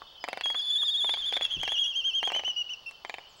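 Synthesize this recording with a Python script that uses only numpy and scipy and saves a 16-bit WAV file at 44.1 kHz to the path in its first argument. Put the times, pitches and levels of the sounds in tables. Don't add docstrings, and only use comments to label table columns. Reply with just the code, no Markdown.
import sys
import numpy as np
from scipy import signal
from scipy.fft import rfft, irfft
from scipy.io import wavfile

SR = 44100
rng = np.random.default_rng(int(sys.argv[2]) if len(sys.argv) > 2 else 0)


def wrap_up_sound(samples):
    columns = np.atleast_2d(samples).T
    tamed = np.clip(columns, -1, 1)
    steps = np.round(tamed * 32767).astype(np.int16)
    wavfile.write(sys.argv[1], SR, steps)


N = 149940
TIME_S = np.arange(N) / SR

# (crest time [s], crest pitch [Hz], crest level [dB],
# next dip pitch [Hz], dip level [dB], roughness [0-1])
HIGH_QUAVERS = [(.434, 3355, -28.5, 3260, -27.5, 0), (.505, 3334, -29, 3262, -42, 0.18),
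                (.575, 3474, -30.5, 3305, -30.5, 0.46), (.628, 3492, -32.5, 3430, -34, 0.41),
                (.68, 3480, -30.5, 3410, -25, 0.43), (.733, 3525, -28, 3382, -24, 0.2),
                (.795, 3705, -29.5, 3340, -24.5, 0.29), (.858, 3675, -29.5, 3350, -24.5, 0.3),
                (.921, 3716, -30.5, 3327, -25, 0.11), (.983, 3680, -29.5, 3350, -26, 0.31),
                (1.049, 3594, -28, 3287, -29, 0.26), (1.121, 3570, -28.5, 3224, -35.5, 0.48),
                (1.197, 3555, -36, 3158, -33.5, 0.77), (1.275, 3542, -30, 3231, -38, 0.52),
                (1.355, 3527, -30.5, 3300, -49.5, 0.97), (1.437, 3410, -29.5, 3080, -53.5, 0.79),
                (1.525, 3377, -35, 3090, -58.5, 0.65), (1.612, 3346, -39, 3257, -41.5, 0.71),
                (1.705, 3244, -34.5, 3147, -39.5, 0.52), (1.788, 3363, -34, 3240, -45, 0.26),
                (1.858, 3371, -32, 3200, -32, 0.27)]
LOW_QUAVERS = [(1.44, 2758, -39.5, 2610, -57, 0.34), (1.535, 3230, -32.5, 2683, -44.5, .4),
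               (1.627, 3197, -35.5, 2729, -36.5, 0.71), (1.722, 3400, -32, 2845, -30, 0.59),
               (1.812, 3320, -26, 2840, -31, 0.17), (1.89, 3300, -33, 2755, -39.5, 0.36),
               (1.98, 3220, -28.5, 2740, -41, 0.25), (2.072, 3228, -26.5, 2685, -41, .12),
               (2.168, 3235, -26.5, 2780, -39, 0.068), (2.262, 3288, -28.5, 2725, -42, 0.37),
               (2.366, 3077, -28.5, 2734, -47.5, .5)]
# (start [s], length [s], start pitch [Hz], crest pitch [Hz], end pitch [Hz],
# level [dB], roughness [0-1])
SQUEAL_NOTES = [(2.445, .08, 2805, 3060, 2862, -29.5, 0.34), (2.56, 0.074, 2855, 2940, 2800, -29, 0.02),
                (2.69, 0.065, 2690, 3013, 2650, -35.5, 0.42), (2.859, 0.048, 2700, 2720, 2635, -37.5, 0.03)]
# (frequency [Hz], level re fundamental [dB])
THROAT_RESPONSE = [(5400, -17.5), (6000, -20.5), (6900, -29), (7500, -32.5), (8600, -52.5), (9500, -47.5),
                   (10100, -30.5), (10700, -31.5), (11400, -45), (12500, -48.5), (13700, -46), (15200, -43)]
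# (time [s], cavity pitch [Hz], cavity gain [dB], shell gain [dB], crack gain [dB])
BILL_CLAPS = [(0.0192, 1160, -37.5, -61, -87), (0.2405, 840, -30.5, -32, -54),
              (0.2796, 1230, -35, -58, -75), (0.2862, 740, -29.5, -33.5, -54.5),
              (0.3302, 750, -30.5, -32, -52.5), (0.3736, 700, -32.5, -36.5, -60),
              (0.4101, 926, -36, -31, -56), (0.458, 920, -33.5, -36, -56.5),
              (0.5022, 890, -35.5, -36.5, -59), (0.5451, 790, -42, -38, -64.5),
              (0.5492, 1170, -36, -46, -78), (0.833, 1160, -40, -64, -73),
              (1.0451, 874, -32.5, -40.5, -60.5), (1.0933, 878.4, -32.5, -33.5, -57),
              (1.139, 845, -36, -32, -56), (1.1723, 1098, -42, -64, -73), (1.325, 699, -33.5, -33, -60),
              (1.368, 720, -32, -31, -62), (1.4105, 707, -33, -33.5, -63.5),
              (1.6327, 793, -33.5, -34.5, -53), (1.6778, 772, -33.5, -32, -58.5),
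              (1.7203, 792, -35.5, -36.5, -58.5), (2.2294, 827, -30, -32, -60),
              (2.2744, 794, -30.5, -36, -53.5), (2.302, 1060, -35.5, -40, -71),
              (2.3194, 780, -30.5, -36, -53), (2.3488, 727, -36.5, -36, -63), (2.363, 765, -32.5, -39, -56),
              (2.3943, 753, -36, -36.5, -64), (2.407, 843, -46, -71, -75), (2.4359, 743, -38.5, -40.5, -78),
              (2.4787, 766, -39.5, -43.5, -63.5), (2.9108, 1130, -52, -53, -62.5),
              (3.049, 880, -34.5, -36.5, -63), (3.0962, 834, -34.5, -33.5, -56.5),
              (3.141, 810, -36.5, -33.5, -60.5), (3.1837, 780, -39.5, -41, -70)]
# (multiple of cavity pitch [1], relative level [dB], T60 [s])
CAVITY_MODES = [(0.559, -18.5, .007), (1.002, 23, 0.0082)]
# (frequency [Hz], relative level [dB], T60 [s])
SHELL_MODES = [(1607, 0, 0.02), (2070, 13.5, 0.0055), (2476, 9.5, 0.01), (3137, 0, 0.018),
               (3660, 1.5, 0.0094), (4620, -2, 0.0056)]
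# (start [s], start pitch [Hz], end pitch [Hz], level [dB])
CHIRP_NOTES = [(.07, 5000, 4300, -76), (.2, 5210, 4750, -53), (.28, 5210, 4300, -58),
               (.36, 5160, 4200, -57), (.478, 5070, 4200, -56), (.585, 5350, 4200, -50),
               (.668, 5220, 4200, -59.5), (.845, 5180, 4400, -51.5), (1.11, 5240, 4300, -53),
               (1.249, 5200, 4289, -62), (1.95, 5190, 4170, -62), (2.079, 5180, 4080, -65),
               (2.521, 5480, 4520, -60), (3.065, 7600, 6600, -68.5), (3.285, 8070, 5900, -69.5),
               (3.36, 8650, 6000, -67.5)]
# (start [s], length [s], pitch [Hz], level [dB])
COLONY_WHISTLES = [(0, 0.48, 3050, -58.5), (0, 0.33, 3340, -61.5), (0, 0.18, 3620, -64.5),
                   (0.276, .2, 2714, -56.5), (2.847, 0.59, 3055, -61.5), (3.178, 0.12, 2880, -60)]
# (frequency [Hz], relative density [dB])
AIR_SPECTRUM = [(35, -52), (60, -14), (276, -21), (438, -15), (816, -12), (960, -12.5), (1180, -14),
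                (2420, -29), (2590, -15.5), (3050, -14), (3660, -15.5), (3930, -25), (4310, -12.5),
                (5060, -18), (7160, -35.5), (8820, -40), (15000, -42)]
# (time [s], level [dB])
RUMBLE_ENVELOPE = [(0.0, -70.5), (0.91, -75), (0.94, -62.5), (1.53, -64), (1.6, -52), (1.86, -72),
                   (2.49, -64.5), (2.52, -77.5), (3.4, -69.5)]

ATTACK_S, RELEASE_S, SCATTER_DELAY_S = .006, .018, .00225
HIGH_SUBHARMONIC_DB, LOW_SUBHARMONIC_DB = -35.5, -43


def whinny(quavers, break_share, subharmonic_db, break_at=.74, break_loss_db=4):
    crest_s, crest_hz, crest_db, dip_hz, dip_db, rough = np.transpose(quavers)
    index = np.arange(len(crest_s))
    end_s = crest_s[-1] + (crest_s[-1] - crest_s[-2]) / 2
    cycle = np.interp(TIME_S, np.r_[crest_s, end_s], np.r_[index, index[-1] + .5])
    cycle -= .0336 * np.sin(np.pi * cycle) ** 2
    crest = np.minimum(np.round(cycle), index[-1]).astype(int)
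    dip = cycle.astype(int)
    swing = np.sin(np.pi * cycle) ** 2
    period_s = np.interp(TIME_S, crest_s, np.abs(np.gradient(crest_s)))
    arch = .9 * np.maximum(period_s / .076, 1) ** 1.7
    broken = .5 + .5 * np.tanh((swing - break_at + .05 * drift(30)) / .045)
    pitch_swing = (1 - break_share) * swing ** arch + break_share * broken
    level_swing = (1 - break_share) * swing ** 2.4 + break_share * broken
    hz = crest_hz[crest] + (dip_hz[dip] - crest_hz[crest]) * pitch_swing
    db = crest_db[crest] + (dip_db[dip] - crest_db[crest]) * level_swing
    db -= break_loss_db * np.sin(np.pi * broken) ** 2
    envelope = gate(TIME_S - crest_s[0], end_s - crest_s[0])
    return voice(hz, db, np.interp(TIME_S, crest_s, rough), subharmonic_db) * envelope


def squeals():
    out = np.zeros(N)
    for start_s, length_s, start_hz, crest_hz, end_hz, db, rough in SQUEAL_NOTES:
        t = np.arange(int(length_s * SR)) / SR
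        glide_hz = start_hz + (end_hz - start_hz) * t / length_s
        arch = np.sin(np.pi * (t / length_s) ** .764) ** 1.67
        hz = glide_hz + (crest_hz - glide_hz) * arch
        add(out, start_s, voice(hz, db, rough, LOW_SUBHARMONIC_DB) * gate(t, length_s))
    return out


def voice(hz, db, rough, subharmonic_db, strain_hz=128, breath_hz=258):
    n = len(hz)
    hz = hz * (1 + .015 * rough * drift(strain_hz, n) + .0028 * drift(620, n))
    phase = 2 * np.pi * np.cumsum(hz) / SR
    tone = np.sin(phase)
    for k in range(2, 5):
        breath = drift(breath_hz, n) * np.sin(k * phase) + drift(breath_hz, n) * np.cos(k * phase)
        gain = from_db(spectrum_db(THROAT_RESPONSE, k * hz) + 3 * drift(70, n))
        tone += gain * (np.sin(k * phase) + from_db(-6.5) * np.sqrt(rough) * breath)
    sub_gain = from_db(subharmonic_db + 5.2 * drift(60, n))
    hoarseness = from_db(-18.5) * rough ** 2 * drift(500, n)
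    subharmonic = (sub_gain + hoarseness) * np.sin(phase / 2)
    rasp = from_db(-16) * rough ** 2 * drift(1300, n)
    flutter_db = 4 * rough * drift(strain_hz, n)
    return np.sqrt(2) * from_db(db + flutter_db) * (tone * (1 + rasp) + subharmonic)


def bill_claps(crack_t60_s=.0061, scatter_t60_s=.039):
    out, t = np.zeros(N), np.arange(SR // 25) / SR
    for start_s, cavity_hz, cavity_db, shell_db, crack_db in BILL_CLAPS:
        cavity = sum(ring(t, cavity_hz * ratio, db, t60_s) for ratio, db, t60_s in CAVITY_MODES)
        shell = sum((-1) ** k * ring(t, hz * rng.normal(1, .05), rng.normal(db, 3), t60_s)
                    for k, (hz, db, t60_s) in enumerate(SHELL_MODES))
        crack = rng.standard_normal(len(t)) * from_db(-60 * t / crack_t60_s)
        parts = [(butter(cavity, 390, "high"), cavity_db - 2),
                 (butter(shell, 1300, "high"), shell_db - 1),
                 (butter(crack, [2800, 8800], "band"), crack_db + 6.5)]
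        clap = sum(from_db(db) * x / np.linalg.norm(x) for x, db in parts)
        clap *= np.sqrt(.005 * SR)
        add(out, start_s, clap)
        add(out, start_s, from_db(-10) * echoes(clap, scatter_t60_s, SCATTER_DELAY_S))
    return out


def foot_thump(start_s=1.563, t60_s=.17, cutoff_hz=205.2):
    t = np.maximum(TIME_S - start_s, 0)
    thud = rms_one(butter(rng.standard_normal(N), cutoff_hz, "low"))
    return thud * from_db(-42.5 - 60 * t / t60_s) * np.minimum(t / ATTACK_S, 1)


def small_birds(length_s=.08):
    out, t = np.zeros(N), np.arange(int(length_s * SR)) / SR
    envelope = gate(t, length_s, attack_s=.01, release_s=.03)
    for start_s, start_hz, end_hz, db in CHIRP_NOTES:
        glide_hz = start_hz + (end_hz - start_hz) * np.sin(np.pi / 2 * t / length_s)
        hz = glide_hz * (1 + .0091 * drift(500, len(t)))
        add(out, start_s, from_db(db) * envelope * sine(hz))
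    return out + from_db(-8.5) * echoes(out, t60_s=.2, delay_s=SCATTER_DELAY_S)


def colony(fade_s=.021):
    out = np.zeros(N)
    for start_s, length_s, hz, db in COLONY_WHISTLES:
        t = np.arange(int(length_s * SR)) / SR
        whistle = sine(hz * (1 + .0112 * drift(27, len(t))))
        flicker_db = 5 * drift(56, len(t))
        add(out, start_s, from_db(db + flicker_db) * gate(t, length_s, fade_s, fade_s) * whistle)
    return out


def background(hiss_db=-58, rumble_hz=73.5, whine_hz=15735, whine_db=-76):
    hz = np.maximum(np.fft.rfftfreq(N, 1 / SR), 1)
    hiss = rms_one(irfft(rfft(rng.standard_normal(N)) * from_db(spectrum_db(AIR_SPECTRUM, hz)), N))
    rumble = rms_one(butter(rng.standard_normal(N), rumble_hz, "low"))
    rumble_db = np.interp(TIME_S, *np.transpose(RUMBLE_ENVELOPE))
    whine = sine(np.full(N, whine_hz))
    return from_db(hiss_db) * hiss + from_db(rumble_db) * rumble + from_db(whine_db) * whine


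def echoes(x, t60_s, delay_s):
    t = np.arange(int(t60_s * SR)) / SR
    cloud = butter(rng.standard_normal(len(t)), 8900, "low") * from_db(-60 * t / t60_s)
    response = np.r_[np.zeros(int(delay_s * SR)), cloud / np.linalg.norm(cloud)]
    return signal.fftconvolve(x, response)[:N]


def ring(t, hz, db, t60_s):
    return from_db(db - 60 * t / t60_s) * np.sin(2 * np.pi * hz * t)


def sine(hz):
    return np.sqrt(2) * np.sin(2 * np.pi * np.cumsum(hz) / SR)


def drift(hz, size=N):
    return rms_one(butter(rng.standard_normal(size + SR // 4), hz, "low"))[-size:]


def gate(t, length_s, attack_s=ATTACK_S, release_s=RELEASE_S):
    ramp = np.clip(np.minimum(t / attack_s, (length_s - t) / release_s), 0, 1)
    return np.sin(np.pi / 2 * ramp) ** 2


def butter(x, hz, kind):
    return signal.sosfilt(signal.butter(2, hz, kind, fs=SR, output="sos"), x)


def spectrum_db(points, hz):
    point_hz, db = np.transpose(points)
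    return np.interp(np.log(hz), np.log(point_hz), db)


def from_db(db):
    return 10 ** (db / 20)


def rms_one(x):
    return x / np.sqrt(np.mean(x ** 2) + 1e-20)


def add(out, start_s, x):
    i = int(start_s * SR)
    out[i:i + len(x)] += x[:N - i]


def scene():
    calls = whinny(HIGH_QUAVERS, break_share=.11, subharmonic_db=HIGH_SUBHARMONIC_DB)
    calls += whinny(LOW_QUAVERS, break_share=.31, subharmonic_db=LOW_SUBHARMONIC_DB)
    calls += squeals()
    bills, chirps = bill_claps(), small_birds()
    to_trees = calls + from_db(-3.5) * bills + from_db(8.5) * chirps
    grove = from_db(-18.5) * echoes(to_trees, t60_s=.76, delay_s=.02)
    return (calls + bills + grove + chirps + colony() + foot_thump() + background())[None]


def record(dry):
    return signal.sosfilt(signal.cheby2(16, 70, 16900, fs=SR, output="sos"), dry)


dry = scene()
out = record(dry)
wrap_up_sound(out)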